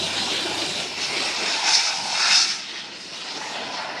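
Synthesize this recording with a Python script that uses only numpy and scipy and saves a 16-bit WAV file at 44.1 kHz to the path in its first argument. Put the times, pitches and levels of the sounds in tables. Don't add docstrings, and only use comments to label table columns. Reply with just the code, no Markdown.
import sys
import numpy as np
from scipy import signal
from scipy.fft import rfft, irfft, next_fast_len
from scipy.io import wavfile
from scipy.ndimage import uniform_filter1d, map_coordinates

SR = 44100
rng = np.random.default_rng(int(sys.argv[2]) if len(sys.argv) > 2 else 0)


def put_to_file(sound):
    columns = np.atleast_2d(sound).T
    safe = np.clip(columns, -1, 1)
    whole_steps = np.round(safe * 32767)
    wavfile.write(sys.argv[1], SR, whole_steps.astype(np.int16))


N = 176400

# time_s, level_db
HOWL_FADER = [(1.4, -53), (1.55, -39), (1.64, -30.5), (1.8, -35.5), (1.92, -35.5), (2.1, -34.5),
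              (2.33, -41), (2.48, -51), (2.65, -58)]
# frequency_hz, gain_db
HOWL_EQ = [(450, -47), (620, -9), (780, 3), (930, 1.5), (1030, -6), (1200, -24), (2000, -55)]
# time_s, level_db
GUST_FADER = [(0, -63), (1.2, -41), (1.45, -30.5), (1.54, -28), (1.61, -32), (1.68, -22), (1.76, -25),
              (1.84, -28.5), (1.92, -28.5), (2.0, -38.5), (2.09, -33.5), (2.2, -25), (2.25, -23.5),
              (2.31, -20), (2.39, -23.5), (2.47, -28.5), (2.6, -39.5), (2.9, -47), (4, -50)]
# frequency_hz, gain_db
GUST_EQ = [(300, -60), (520, -40), (700, -7.5), (880, -1), (1000, -7), (1130, -7.5), (1280, -0.5),
           (1520, 1.5), (1780, -1), (1930, -8), (2080, 1), (2280, 3), (2430, -1), (2560, 5), (2690, 3),
           (2950, -10), (3400, -7.5), (3680, 3.5), (4000, -2.5), (4400, -9), (4900, -11), (5220, -5),
           (5600, -27), (6500, -11), (8000, -16.5), (10000, -27), (12000, -44), (15000, -62)]
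# time_s, level_db
WHISTLE_FADER = [(1.2, -57), (1.52, -29.5), (1.62, -37.5), (1.68, -20), (1.71, -22), (1.745, -16.5),
                 (1.82, -25), (1.9, -26.5), (2.0, -37), (2.12, -29.5), (2.18, -26.5), (2.27, -25),
                 (2.33, -18), (2.385, -16.5), (2.46, -24.5), (2.57, -33), (2.64, -43.5), (2.9, -60)]
# frequency_hz, gain_db
WHISTLE_EQ = [(2500, -49), (3500, -20), (4050, -11), (4350, -2), (4750, -1), (4980, -6.5), (5150, 4.5),
              (5370, 0.5), (5600, -3.5), (6000, -3.5), (6600, -10), (7600, -21), (9000, -24.5),
              (10500, -33), (12000, -54), (15000, -66)]
# time_s, pitch_hz
WHISTLE_BEND = [(1.4, 5420), (1.75, 5280), (2.15, 5208), (2.4, 5270)]

# time_s, pitch_hz
BLADE_NOTE = [(0, 95.5), (.5, 94.6), (.9, 89.5), (1.4, 90.7), (2.3, 88.7), (4, 87.3)]
# time_s, level_db
BLADE_FADER = [(0, -47), (.2, -49), (.35, -55.5), (.58, -50), (.8, -57.5), (.92, -60), (1.0, -56.5),
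               (1.1, -65), (1.2, -57), (1.42, -58.5), (1.68, -73), (1.98, -63.5), (2.1, -67), (2.32, -61),
               (2.44, -76), (2.9, -66), (3.2, -74), (4, -69)]
# time_s, level_db
WHINE_FADER = [(.55, -57), (.82, -40), (1.1, -39.5), (1.4, -39), (1.7, -50), (2, -72)]
# frequency_hz, gain_db
WHINE_EQ = [(2300, -45), (2670, 2.5), (3050, -36), (5000, -33), (5430, 3), (5900, -39)]

# time_s, level_db
RUMBLE_FADER = [(0, -38.5), (.3, -42.5), (.58, -39), (.9, -48), (1.15, -47), (1.35, -48), (1.45, -44.5),
                (1.58, -52.5), (1.68, -49.5), (1.91, -57), (2.04, -44.5), (2.15, -49.5), (2.3, -49),
                (2.42, -53), (2.9, -50.5), (3.15, -49.5), (3.3, -50), (3.43, -46), (3.55, -48.5),
                (3.71, -43.5), (3.85, -49.5), (4, -52)]
# frequency_hz, gain_db
RUMBLE_EQ = [(25, -45), (60, -24), (85, -22), (120, -6), (160, -3), (205, 1), (260, -3), (350, -4),
             (700, -53), (2000, -110)]
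# time_s, level_db
LOW_ROAR_FADER = [(0, -37.5), (.2, -39.5), (.36, -39.5), (.46, -36), (.58, -35.5), (.75, -34.5), (.88, -46),
                  (1.0, -42), (1.11, -38.5), (1.17, -33.5), (1.29, -39.5), (1.35, -44), (1.43, -37),
                  (1.62, -43), (1.8, -45), (1.93, -54.5), (2.05, -50), (2.27, -51.5), (2.4, -52.5),
                  (2.52, -49), (2.65, -54), (2.9, -48), (3.17, -50.5), (3.4, -41.5), (3.7, -46.5),
                  (3.8, -47.5), (4, -42)]
# frequency_hz, gain_db
LOW_ROAR_EQ = [(50, -70), (150, -38), (230, -7), (310, -1), (410, -1), (510, -5), (800, -15.5), (1500, -25),
               (4000, -100)]
# time_s, level_db
MID_ROAR_FADER = [(0, -36), (.2, -35), (.45, -34), (.58, -33), (.72, -39.5), (.82, -34.5), (.88, -39.5),
                  (1.0, -42.5), (1.06, -35.5), (1.19, -35), (1.3, -32), (1.36, -39.5), (1.46, -32.5),
                  (1.6, -39), (1.85, -41), (2.05, -39.5), (2.3, -35.5), (2.45, -50), (2.64, -47),
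                  (2.8, -48), (2.93, -45), (3.03, -52), (3.3, -39.5), (3.6, -35), (3.72, -35.5),
                  (3.8, -31.5), (4, -34.5)]
# frequency_hz, gain_db
MID_ROAR_EQ = [(150, -63), (400, -44), (520, -6), (640, 0), (860, 0.5), (1000, -1.5), (1160, -10),
               (1450, -3.5), (1900, -12), (2800, -9.5), (5000, -62), (10000, -90)]

# time_s, gain_db
HISS_FADER = [(0, -28.5), (.06, -26.5), (.11, -29.5), (.2, -27), (.27, -27.5), (.35, -26), (.5, -28),
              (.63, -26), (.75, -29.5), (.81, -28.5), (.87, -32), (.95, -32), (1.01, -26.5), (1.09, -27.5),
              (1.3, -25.5), (1.37, -28), (1.52, -26.5), (2.0, -31), (2.5, -31.5), (2.64, -34.5),
              (2.8, -33.5), (2.93, -37.5), (3.11, -38.5), (3.16, -32.5), (3.45, -34), (3.7, -34),
              (3.8, -31.5), (3.9, -37.5), (4, -37)]
# frequency_hz, gain_db
FRONT_EQ = [(650, -35), (1100, -22), (1300, -19), (1550, -10), (1750, -9), (2150, -7.5), (2350, -2),
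            (2550, -5.5), (2800, -0.5), (3300, -1.5), (3650, 2.5), (4100, 1), (4450, -5), (4650, -3),
            (5600, -5.5), (6200, -9.5), (8300, -16.5), (10900, -28), (12800, -41), (15500, -47)]
# frequency_hz, gain_db
SIDE_EQ = [(650, -41), (1100, -7.5), (1550, -11.5), (1750, -12), (2000, -2), (2200, -3), (2400, 1),
           (2650, -0.5), (3000, -1), (3600, -1.5), (4100, 0.5), (4600, -0.5), (4900, -0.5), (5400, 0.5),
           (5950, -5.5), (7300, -9), (8700, -12.5), (11000, -25), (12300, -41), (15500, -60)]
# frequency_hz, gain_db
TAIL_EQ = [(650, -33), (1100, -11), (1200, -6.5), (1400, -7), (1650, -9), (1900, 1.5), (2150, -5.5),
           (2550, -2.5), (2700, -3), (2900, 0), (3300, -2), (3700, -1), (4050, -2.5), (4400, 0),
           (4700, -4.5), (5100, -.5), (5700, -5.5), (6250, -10), (7500, -16.5), (8700, -20), (11300, -33.5),
           (12500, -52), (15500, -62)]
FACING_TIMES = [0.55, 1.16, 2.4]
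# time_s, gain_db
MIDS_RIDE = [(0, -13), (.1, 0), (.18, 10.5), (.29, -1.5), (.38, 7), (.48, -7), (.6, 0.5), (.9, 1.5),
             (1.03, 1.5), (1.15, 0.5), (1.5, 0), (2.03, -16), (2.6, -6), (2.74, 2), (2.86, -5.5),
             (3.02, -5), (3.25, -3), (3.55, 4), (3.72, -9), (3.9, 4), (4, 4)]
# time_s, gain_db
TREBLE_RIDE = [(0, 2.5), (.5, 2), (.85, 2), (.95, -5.5), (1.05, -3), (1.5, -4), (2.05, 3.5), (2.5, 5.5),
               (2.66, -4.5), (2.92, -8), (3.0, 3.5), (3.1, 1), (3.3, -2), (3.47, 5.5), (3.65, -4),
               (3.84, -3.5), (3.95, -5)]

MIDS_TOP_HZ, TREBLE_BOTTOM_HZ, HIGH_CUT_HZ = 2130, 6460, 15650


def amp(db):
    return 10 ** (np.asarray(db) / 20)


def unit(x):
    return x / np.sqrt(np.mean(x ** 2) + 1e-20)


def curve(rows):
    return np.interp(np.arange(N) / SR, *np.transpose(rows))


def wobble(rate_hz):
    return map_coordinates(rng.standard_normal(8192), [np.arange(N) * rate_hz / SR], mode="wrap")


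def fader(rows, flutter_db, rate_hz):
    return amp(curve(rows) + flutter_db * wobble(rate_hz))


def filtered(x, response):
    size = next_fast_len(N + SR // 2)
    return irfft(rfft(x, size) * response(np.fft.rfftfreq(size, 1 / SR)), size)[:N]


def patches(shape, bins, frames):
    smeared = uniform_filter1d(rng.standard_normal(shape), size=bins, axis=0)
    return unit(uniform_filter1d(smeared, size=frames, axis=1))


def rush(eq, patchy_db, churn_db):
    spectrum = signal.stft(rng.standard_normal(N), nperseg=2048)[2]
    narrow_db = patchy_db * patches(spectrum.shape, bins=3, frames=6)
    broad_db = churn_db * patches(spectrum.shape, bins=50, frames=3)
    noise = signal.istft(spectrum * amp(narrow_db + broad_db), nperseg=2048)[1][:N]
    eq_hz, eq_db = np.transpose(eq)
    return unit(filtered(noise, lambda hz: amp(np.interp(np.log(hz + 1), np.log(eq_hz + 1), eq_db))))


def wind():
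    howl = fader(HOWL_FADER, flutter_db=0.67, rate_hz=50) * rush(HOWL_EQ, patchy_db=1, churn_db=0.3)
    hollow = fader(GUST_FADER, flutter_db=1.05, rate_hz=110) * rush(GUST_EQ, patchy_db=2.5, churn_db=1.6)
    air = rush(WHISTLE_EQ, patchy_db=0.8, churn_db=1.5)
    speed = curve(WHISTLE_BEND) / WHISTLE_BEND[-1][1]
    bent_air = map_coordinates(air, [np.cumsum(speed)], mode="mirror")
    whistle = fader(WHISTLE_FADER, flutter_db=1.2, rate_hz=220) * amp(1.3 * wobble(60)) * bent_air
    return howl + hollow + whistle


def propellers():
    pitch_hz = curve(BLADE_NOTE) + 0.22 * wobble(8.8)
    note = unit(np.sin(2 * np.pi * np.cumsum(pitch_hz) / SR))
    return fader(BLADE_FADER, flutter_db=0.97, rate_hz=8.1) * note


def turbine_whine():
    return fader(WHINE_FADER, flutter_db=1.2, rate_hz=40) * rush(WHINE_EQ, patchy_db=3, churn_db=0)


def engine_roar():
    rumble = fader(RUMBLE_FADER, flutter_db=0.51, rate_hz=32)
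    rumble *= rush(RUMBLE_EQ, patchy_db=3, churn_db=1)
    low = fader(LOW_ROAR_FADER, flutter_db=2.53, rate_hz=45)
    low *= rush(LOW_ROAR_EQ, patchy_db=1.96, churn_db=1)
    mid = fader(MID_ROAR_FADER, flutter_db=1.68, rate_hz=55)
    mid *= rush(MID_ROAR_EQ, patchy_db=2.55, churn_db=0.3)
    return rumble + low + mid


def turbine_hiss():
    hiss = np.zeros(N)
    for facing, eq in zip(np.eye(3), [FRONT_EQ, SIDE_EQ, TAIL_EQ]):
        share = curve(np.column_stack([FACING_TIMES, facing]))
        hiss += np.sqrt(share) * rush(eq, patchy_db=2.03, churn_db=1.86)
    mids = filtered(hiss, lambda hz: 1 / (1 + (hz / MIDS_TOP_HZ) ** 10))
    treble = filtered(hiss, lambda hz: 1 - 1 / (1 + (hz / TREBLE_BOTTOM_HZ) ** 10))
    presence = hiss - mids - treble
    presence *= amp(0.82 * wobble(85))
    mids *= fader(MIDS_RIDE, flutter_db=2.6, rate_hz=80)
    treble *= amp(curve(TREBLE_RIDE))
    master = fader(HISS_FADER, flutter_db=0.1, rate_hz=30.14)
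    grit = amp(0.61 * wobble(260))
    return master * grit * (mids + presence + treble)


def scene():
    return (propellers() + engine_roar() + turbine_hiss() + wind() + turbine_whine())[None]


def record(dry):
    return filtered(dry[0], lambda hz: hz < HIGH_CUT_HZ)[None]


dry = scene()
out = record(dry)
put_to_file(out)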